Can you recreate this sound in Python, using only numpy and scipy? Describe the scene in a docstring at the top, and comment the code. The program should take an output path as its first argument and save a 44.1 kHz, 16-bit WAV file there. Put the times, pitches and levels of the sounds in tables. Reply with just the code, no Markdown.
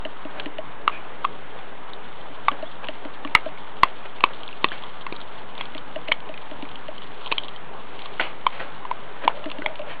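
"""A puppy gnaws a raw bone outdoors, close to a small camera's microphone: loud cracks ring in its
mouth, teeth tick and squeak on the bone, gristle crunches. Hollow two-pitched knocks with a click
repeat close by, probably the camera's mechanism. The ground and a low wall throw back short echoes.
A far bird chirps once and a faint coo wavers near the end, over a steady hiss. The mono recorder is
narrow-band, carries a DC offset and clips on the hardest cracks."""
import sys
import numpy as np
from scipy import signal
from scipy.io import wavfile
from scipy.ndimage import uniform_filter1d

SR = 44100
rng = np.random.default_rng(int(sys.argv[2]) if len(sys.argv) > 2 else 0)


def unload_audio(sound):
    """Save the sound as a 16-bit wav file, at the path given as the first command line argument."""
    columns = np.transpose(np.atleast_2d(sound))
    # keep every value between -1 and 1, then stretch to whole-number steps
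    steps = np.round(np.clip(columns, -1, 1) * 32767)
    wavfile.write(sys.argv[1], SR, steps.astype(np.int16))


N = 10 * SR


def amp(db):
    return 10 ** (np.asarray(db) / 20)


def unit_rms(x):
    return x / np.sqrt(np.mean(x ** 2) + 1e-20)


def add(mix, start_s, sound):
    part = mix[round(start_s * SR):][:len(sound)]
    part += sound[:len(part)]


def ring(hz, t60_s, rise_s, hold_s=0):
    """A mode with a soft start, driven for hold_s and then dying; its envelope peaks at 1."""
    t = np.arange(8000) / SR
    envelope = (1 - np.exp(-t / rise_s)) ** 2 * amp(-60 * np.maximum(t - hold_s, 0) / t60_s)
    return envelope / envelope.max() * np.sin(2 * np.pi * hz * t)


def resonate(x, hz, width_hz, passes=1):
    """A resonance, fixed or gliding: each pass shifts hz down to zero, smooths and shifts back."""
    carrier = np.exp(2j * np.pi * np.cumsum(hz * np.ones(len(x))) / SR)
    pole = np.exp(-np.pi * width_hz / SR)
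    for _ in range(passes):
        x = 2 * (carrier * signal.lfilter([1 - pole], [1, -pole], x / carrier)).real
    return x


def low_pass(x, hz):
    return signal.oaconvolve(x, signal.firwin(201, hz, window=("kaiser", 10), fs=SR)[None], "same")


def fractures(per_s, spread_db):
    """A random train of tiny breaks of uneven size."""
    size = amp(spread_db * np.minimum(rng.exponential(1, N), 4))
    return size * (rng.random(N) < per_s / SR) * rng.choice([-1, 1], N)


def click(hz, noise):
    """A hard contact: a short bright ring with a wide noisy smack."""
    t = np.arange(len(noise)) / SR
    burst = noise * np.exp(-t / 0.0024) * np.minimum(t / 0.00037, 1)
    smack = resonate(burst, hz, 1200, passes=2)
    sound = ring(hz, t60_s=0.008, rise_s=0.0005)
    add(sound, 0, 1.2 * smack / abs(smack).max())
    return sound


def breathy_tone(start_s, length_s, hz, glide_hz, level_db, breath, width_hz):
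    """A sine and a narrow band of noise share an even glide, swelling and fading together."""
    out, progress = np.zeros(N), np.linspace(0, 1, round(length_s * SR))
    pitch_hz = hz + glide_hz * progress
    air = resonate(rng.standard_normal(N)[:len(progress)], pitch_hz, width_hz, passes=2)
    tone = np.sin(2 * np.pi * np.cumsum(pitch_hz) / SR) + breath * unit_rms(air)
    add(out, start_s, amp(level_db) * unit_rms(tone) * np.sin(np.pi * progress ** 0.7))
    return out


# Spectrum of the background in the yard: frequency_hz, relative_db
HISS_SPECTRUM = [(35, -44.5), (60, -12), (125, -6.5), (219, -5.5), (252, -6), (325, -5), (362, -11.5),
                 (403, 0.5), (441, -5), (482, -4.5), (783, -4), (920, -2), (2100, -12.5), (3800, -21),
                 (4390, -49.5), (5710, -59.5), (9660, -120)]


def hiss(level_db=-40.5):
    """A steady dull hiss with faint patches drifting through its spectrum."""
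    frames, bin_hz = N // 512 + 5, np.fft.rfftfreq(2048, 1 / SR)
    real, imag, patches = rng.standard_normal((frames, 1025, 3)).T
    drift_db = 1.36 * unit_rms(uniform_filter1d(uniform_filter1d(patches, 20, axis=0), 6, axis=1))
    frequency_hz, relative_db = np.transpose(HISS_SPECTRUM)
    colour_db = np.interp(np.log(bin_hz + 1), np.log(frequency_hz + 1), relative_db)
    spectra = (real + 1j * imag) * amp(colour_db[:, None] + drift_db)
    return amp(level_db) * unit_rms(signal.istft(spectra, nperseg=2048, noverlap=1536)[1][:N])


# Faint, unbroken chewing close to the microphone: time_s, level_db
GNAW_LEVELS = [(0.0, -55), (1.75, -55.5), (2.87, -50.5), (3.3, -55.5), (4.43, -51), (6.1, -54.5),
               (6.6, -54.5), (7.38, -48), (7.6, -57.5), (8.13, -49), (8.88, -54.5), (9.44, -52),
               (10.0, -55.5)]


def gnawing():
    """Sparse fractures go on in sticky clusters between the bites."""
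    clusters = unit_rms(uniform_filter1d(uniform_filter1d(rng.standard_normal(N), 700), 700))
    breaks = fractures(per_s=900, spread_db=2.5) * amp(3 * clusters)
    crackle = resonate(breaks, 3100, 1200, passes=2) + 0.085 * resonate(breaks, 1050, 230)
    level_db = np.interp(np.arange(N) / SR, *np.transpose(GNAW_LEVELS))
    return amp(level_db) * unit_rms(crackle)


# Low and high mode of a knock: pitch_hz, t60_s, rise_s
KNOCK_MODES = [(284, 0.1, 0.0015), (619, 0.051, 0.0028)]
# Knocks by the microphone, probably the camera's mechanism: start_s, low_mode_db, high_mode_db, click_db
HOLLOW_KNOCKS = [(0.053, -34, -24, -25), (0.252, -28.5, -29.5, -37), (0.461, -25.5, -36, -28),
                 (0.586, -41, -21.5, -31.5), (2.518, -29, -32.5, -31), (2.627, -38.5, -22.5, -31.5),
                 (2.888, -32, -24.5, -23), (3.053, -29, -30.5, -36.5), (3.251, -25, -32.5, -37),
                 (3.461, -33.5, -20.5, -34), (5.751, -32, -33, -30), (5.961, -35.5, -21.5, -29),
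                 (6.087, -34.5, -23.5, -27.5), (6.293, -34.5, -27.5, -32.5), (6.515, -33, -31, -35.5),
                 (6.627, -26.5, -36, -31), (6.885, -42, -25, -34), (9.251, -28.5, -31, -30),
                 (9.46, -25, -34, -30.5), (9.587, -27, -34, -35), (9.795, -43, -26, -31)]


def hollow_knocks(click_lead_s=0.0024):
    """Each knock clicks, then shares itself differently between the two hollow modes."""
    out = np.zeros(N)
    for start_s, *mode_dbs, click_db in HOLLOW_KNOCKS:
        noise = rng.standard_normal(400)
        contact = click(2865, noise) + amp(-2.5) * click(1870, noise[::-1])
        add(out, start_s - click_lead_s, amp(click_db) * contact)
        detune = 1 + 0.0124 * noise[0]
        for level_db, (pitch_hz, t60_s, rise_s) in zip(mode_dbs, KNOCK_MODES):
            add(out, start_s, amp(level_db) * ring(pitch_hz * detune, t60_s, rise_s))
    return out


# Resonances of the gristle, three dull then two bright: pitch_hz, width_hz, relative_db
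GRISTLE_MODES = [(590, 620, 9), (1090, 400, 1.5), (1520, 930, 6), (2250, 1300, 12), (3020, 620, 5.5)]
# Bites into gristle, close up: peak_s, build_s, fade_s, level_db, treble_db (relative to level_db)
GRISTLE_BITES = [(.4, 0.15, 0.033, -32.5, -16), (.93, 0.056, 0.25, -39.5, -5), (1.555, .015, .2, -40, -23),
                 (2.516, 0.015, .09, -32.5, -24), (2.848, 0.05, 0.012, -31.5, -19),
                 (3.362, .005, 0.07, -34, -14), (3.849, .005, .12, -33.5, -20),
                 (4.06, .035, 0.016, -34, -7), (4.261, 0.0056, .05, -36, -18),
                 (4.306, 0.0056, .04, -34, -19), (4.725, 0.0054, 0.087, -35.5, 0),
                 (5.61, 0.089, 0.095, -40, -0.5), (6.085, 0.013, .004, -35, 6),
                 (6.119, 0.0053, .004, -21.5, 6.5), (7.318, 0.0083, .005, -21.5, -3),
                 (8.065, 0.29, .03, -48, 1), (8.2, .004, 0.12, -25, 0.5),
                 (8.525, 0.0055, 0.26, -39.5, -1.5), (8.6, .008, 0.083, -29.5, -8.5),
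                 (9.165, 0.017, .04, -39, -16), (9.248, 0.057, 0.034, -28.5, -11),
                 (9.294, 0.0045, 0.047, -27.5, -20), (9.68, 0.0066, 0.051, -40.5, -4),
                 (9.91, 0.084, 0.11, -36, -3)]


def gristle_crunches(fall_db=24):
    """Dense fractures ring the gristle's dull and bright modes, building and fading with each bite."""
    dull, bright = np.zeros(N), np.zeros(N)
    for peak_s, build_s, fade_s, level_db, treble_db in GRISTLE_BITES:
        t = np.arange(-build_s, fade_s, 1 / SR)
        envelope = amp(level_db - fall_db * np.maximum(-t / build_s, t / fade_s))
        add(dull, peak_s + t[0], envelope)
        add(bright, peak_s + t[0], amp(treble_db) * envelope)
    breaks, modes = fractures(per_s=6000, spread_db=1.7), []
    for k, (pitch_hz, width_hz, relative_db) in enumerate(GRISTLE_MODES):
        drive = np.roll(breaks, 999 * k)  # shifted so the modes ring independently
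        modes.append(amp(relative_db) * resonate(drive, pitch_hz, width_hz, passes=2) / np.sqrt(width_hz))
    return 0.89 * dull * unit_rms(sum(modes[:3])) + bright * unit_rms(sum(modes[3:]))


# Teeth on bone, close up: start_s, level_db, pitch_hz, mouth_db (relative to level_db)
TOOTH_TICKS = [(0.3982, -21, 3120, -9), (1.934, -31, 3730, -14), (2.8432, -30.5, 2560, 2),
               (2.87, -32, 2870, 0), (3.274, -31, 2250, -10), (3.4877, -32.5, 2680, -10),
               (3.575, -36, 2240, -9), (4.1839, -35, 2170, -11), (4.2067, -27, 2730, 1.5),
               (4.287, -39, 2570, -10), (4.334, -32, 3300, -10), (4.346, -38, 3330, -8),
               (4.4332, -29.5, 3180, -12), (4.4783, -28.5, 3420, -9), (4.4887, -32, 2550, -10),
               (4.5281, -34.5, 2760, -10), (4.6864, -28.5, 3350, -9), (4.7104, -31, 2850, -10),
               (4.8234, -37, 2930, -7), (4.837, -31, 3270, 2), (5.1634, -34, 3720, -8),
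               (5.2044, -37, 3550, -9), (5.2145, -32, 3480, -13), (5.5528, -35, 3160, -9),
               (5.5785, -29, 3480, -5), (5.6552, -32.5, 3340, -10), (5.7209, -38, 2890, -9),
               (5.7674, -34, 2390, -8), (5.7793, -25, 3480, -7), (6.204, -36, 3130, -11),
               (6.3409, -29, 2530, -13), (6.376, -25.5, 2370, -13), (6.6526, -35, 2390, -8),
               (6.6896, -36, 3120, -8), (6.714, -34.5, 2850, -10), (6.756, -30, 3160, -10.5),
               (6.98, -33, 3080, -10), (7.0194, -33, 3100, -10), (7.2485, -39, 3360, -12),
               (7.261, -27.5, 3100, -13), (7.275, -28, 3170, -8), (7.4355, -27, 3230, -18),
               (7.446, -33, 3260, -5), (7.4534, -39, 3230, -10), (7.483, -30, 3150, -12),
               (7.49, -31.5, 3140, -13), (7.5614, -34, 3100, -10), (7.991, -32.5, 2800, -10),
               (8.019, -28, 3280, -6), (8.058, -28.5, 3240, 0.5), (8.5046, -36, 3060, -8),
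               (9.4409, -31, 2920, 2), (9.5005, -30, 2710, -10), (9.5154, -25.5, 2780, -2.5),
               (9.756, -31.5, 2880, -7), (9.816, -32, 2740, -11)]


def tooth_ticks():
    """A tooth slips off the bone: a wet tick and a brief ring of the mouth."""
    out = np.zeros(N)
    for start_s, level_db, pitch_hz, mouth_db in TOOTH_TICKS:
        noise = rng.standard_normal(400)
        mouth = ring(1100 + 70 * noise[0], t60_s=0.012, rise_s=0.00053)
        add(out, start_s, amp(level_db) * (click(pitch_hz, noise) + amp(mouth_db) * mouth))
    return out


# Bone breaking in the mouth, close up: start_s, level_db, mouth_hz, t60_s, cheek_db, shaft_hz,
# shaft_db, splinter_hz, splinter_db, jaw_db (the later levels are relative to level_db)
BONE_CRACKS = [(0.8776, -3, 1217, 0.016, -18.5, 2138, -13.5, 2760, -10.5, -21),
               (0.8946, -21.5, 1090, .019, -16, 2100, -9.5, 2740, -10.5, -28),
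               (1.2447, -15, 1190, 0.02, -18, 2460, -18, 2720, -12, -24),
               (1.2485, -7.5, 1120, 0.022, -25, 2120, -16, 2600, -12.5, -25.5),
               (2.483, -5.5, 1233, .012, -3.5, 2200, -5, 2560, -11.5, -43),
               (2.4855, -10, 1150, 0.026, -12, 2120, -13, 3620, -13.5, -32),
               (3.248, -24, 1134, .029, -22, 1780, -5.5, 2850, -3, -20),
               (3.3504, -0.5, 1284, 0.015, -1.5, 2130, 6.5, 2760, -5.5, -14.5),
               (3.8328, 3.5, 1080, .019, -19, 2065, -8, 2713, -7.5, -19),
               (4.2386, 0.5, 1080, 0.013, -20, 2314, -4, 2526, -5, -15),
               (4.643, -7.5, 1091, 0.021, -22, 1930, -6, 2630, 0.5, -5.5),
               (4.7176, -31.5, 1530, 0.028, -5, 1690, 9.5, 3160, 0.5, 0),
               (5.0653, -23, 1090, 0.031, -7, 2100, -4, 2640, -4, -11.5),
               (5.1238, -30.5, 1000, .018, -14, 2630, -11, 2430, 8.5, 10.5),
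               (5.6095, -22.5, 1070, .012, -4, 2120, 0, 3290, 4.5, -22),
               (6.1186, -18, 1116, .016, -4, 2160, 11, 2900, -2, -24),
               (6.1208, -26, 1250, .014, -8, 2160, 8, 3220, 16, -18.5),
               (7.2672, -27, 1040, .016, -1, 2260, -22, 3280, -6, -19),
               (7.316, -30.5, 1020, .02, 6, 2450, 4, 2640, 11, -9),
               (7.3226, -15.5, 1087, 0.022, -4.5, 2680, -13, 2530, 5.5, -10),
               (7.3809, -24.5, 1090, .014, -12, 2340, 5.5, 3200, 12, -12),
               (8.1969, -13.5, 1493, .025, -9, 1990, -0.5, 2990, -21, -12),
               (8.2105, -24.5, 1400, 0.016, -2.5, 2300, 3, 3200, 2.5, -1),
               (8.4658, -3.5, 1052, .02, -14.5, 2275, -12.5, 3110, -12.5, -23.5),
               (8.603, -31.5, 1530, 0.02, 4, 1890, -7, 2610, -16, -19),
               (8.8509, -22.5, 1060, 0.019, -3, 1950, -15, 2870, -17, -25.5),
               (8.912, -12.5, 1027, 0.021, -1, 2180, -15.5, 2580, -16.5, -27),
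               (9.2779, -14, 1098, 0.014, 12.5, 2260, 0, 2800, 1.5, -16),
               (9.62, -27.5, 1510, 0.026, -11, 2000, 2.5, 2730, -10, 1),
               (9.661, -14.5, 800, 0.012, -6, 2160, 4, 3310, -3.5, -10.5)]


def bone_cracks(break_s=0.0016, cheek_hz=939, jaw_hz=356.5, creak_db=-32.5):
    """The bone creaks under load, then breaks: mouth, cheek, shaft, splinters and jaw ring."""
    out, t = np.zeros(N), np.arange(300) / SR
    jaw = ring(jaw_hz, t60_s=0.0076, rise_s=0.0016)
    burst = np.exp(-t / 0.00097) * np.minimum(t / 0.0035, 1)
    for (start_s, level_db, mouth_hz, t60_s, cheek_db, shaft_hz,
         shaft_db, splinter_hz, splinter_db, jaw_db) in BONE_CRACKS:
        shard_noise, creak_noise = rng.standard_normal((2, len(t)))
        creak = resonate(creak_noise, splinter_hz, 900) + resonate(creak_noise, mouth_hz, 400)
        swell = amp(level_db + creak_db) * (t / t[-1]) ** 1.5
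        add(out, start_s - len(t) / SR, swell * unit_rms(creak))
        mouth = ring(mouth_hz, t60_s, rise_s=0.0006, hold_s=break_s)
        cheek = ring(cheek_hz, t60_s, rise_s=0.00017, hold_s=break_s)
        shaft = ring(shaft_hz, 0.55 * t60_s, rise_s=0.00013, hold_s=break_s)
        crack = mouth - amp(cheek_db) * cheek + amp(shaft_db) * shaft + amp(jaw_db) * jaw
        splinter = ring(splinter_hz, t60_s=0.01, rise_s=0.0005, hold_s=break_s / 2)
        add(crack, break_s / 2, amp(splinter_db) * splinter)
        shards = resonate(shard_noise * burst, 3200, 1200, passes=2)  # the rough edge of the break
        add(crack, 0, amp(splinter_db - 2) * shards / abs(shards).max())
        add(out, start_s, amp(level_db) * crack)
    return out


def tooth_squeak():
    """A tooth drags over the bone with a raspy, slightly falling squeak."""
    return breathy_tone(start_s=0.91, length_s=0.11, hz=2490, glide_hz=-150,
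                        level_db=-41, breath=3, width_hz=220)


def bird_chirp():
    """A far bird gives one short rising chirp."""
    return breathy_tone(start_s=2.65, length_s=0.04, hz=3150, glide_hz=520,
                        level_db=-47, breath=0.8, width_hz=100)


# Notes of a coo, faint at the microphone: start_s, length_s, pitch_hz, level_db
COO_NOTES = [(9.338, 0.094, 566, -39), (9.411, 0.12, 616, -40), (9.54, .06, 565, -42),
             (9.631, .13, 618, -36), (9.788, .06, 598, -34.5), (9.866, 0.033, 562, -39.5)]


def coo():
    """Short breathy notes step up and down in a wavering coo."""
    return sum(breathy_tone(start_s, length_s, pitch_hz, 0, level_db, breath=2.5, width_hz=80)
               for start_s, length_s, pitch_hz, level_db in COO_NOTES)


# Reflections reaching the microphone from the ground and the wall: delay_s, level_db
YARD_ECHOES = [(.006, -21.5), (0.018, -50.5), (.035, -38.5)]


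def yard(x, t60_s=0.092, tail_db=-17.5, taps_per_s=3000):
    """The ground and the low wall add a few echoes and a short sparse tail."""
    t = np.arange(7000) / SR
    taps = rng.choice([-1., 1.], len(t)) * (rng.random(len(t)) < taps_per_s / SR)
    taps *= amp(-60 * t / t60_s) * (t > 0.005)
    taps *= amp(tail_db) / np.linalg.norm(taps)
    taps[0] = 1  # the direct sound
    for delay_s, level_db in YARD_ECHOES:
        add(taps, delay_s, amp([level_db]))
    return signal.oaconvolve(x, taps)[:N]


def scene():
    """The close sounds echo in the yard; coo, bird and hiss lie behind them, all in mono."""
    near = tooth_squeak() + bone_cracks() + tooth_ticks()
    near += hollow_knocks() + gristle_crunches() + gnawing()
    calls = coo() + bird_chirp()
    return (yard(near) + calls + hiss())[None]


def record(dry, dc_offset=-0.0586, input_ceiling=0.95, band_hz=4600):
    """A microphone with dips in its treble feeds a narrow-band input that overloads on hard cracks."""
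    treble_band = signal.butter(2, [4200, 5600], "band", fs=SR, output="sos")
    softened = dry - 0.067 * signal.sosfilt(treble_band, dry)
    notched = softened - 0.29 * resonate(softened[0], hz=3940, width_hz=380)
    overloaded = np.clip(notched + dc_offset, -input_ceiling, input_ceiling)
    narrow = np.clip(low_pass(overloaded, band_hz), -1, 1)  # the filter's overshoot clips too
    noise_floor = amp(-100) * rng.standard_normal(dry.shape)
    return low_pass(narrow + noise_floor, hz=17500)


dry = scene()
out = record(dry)
unload_audio(out)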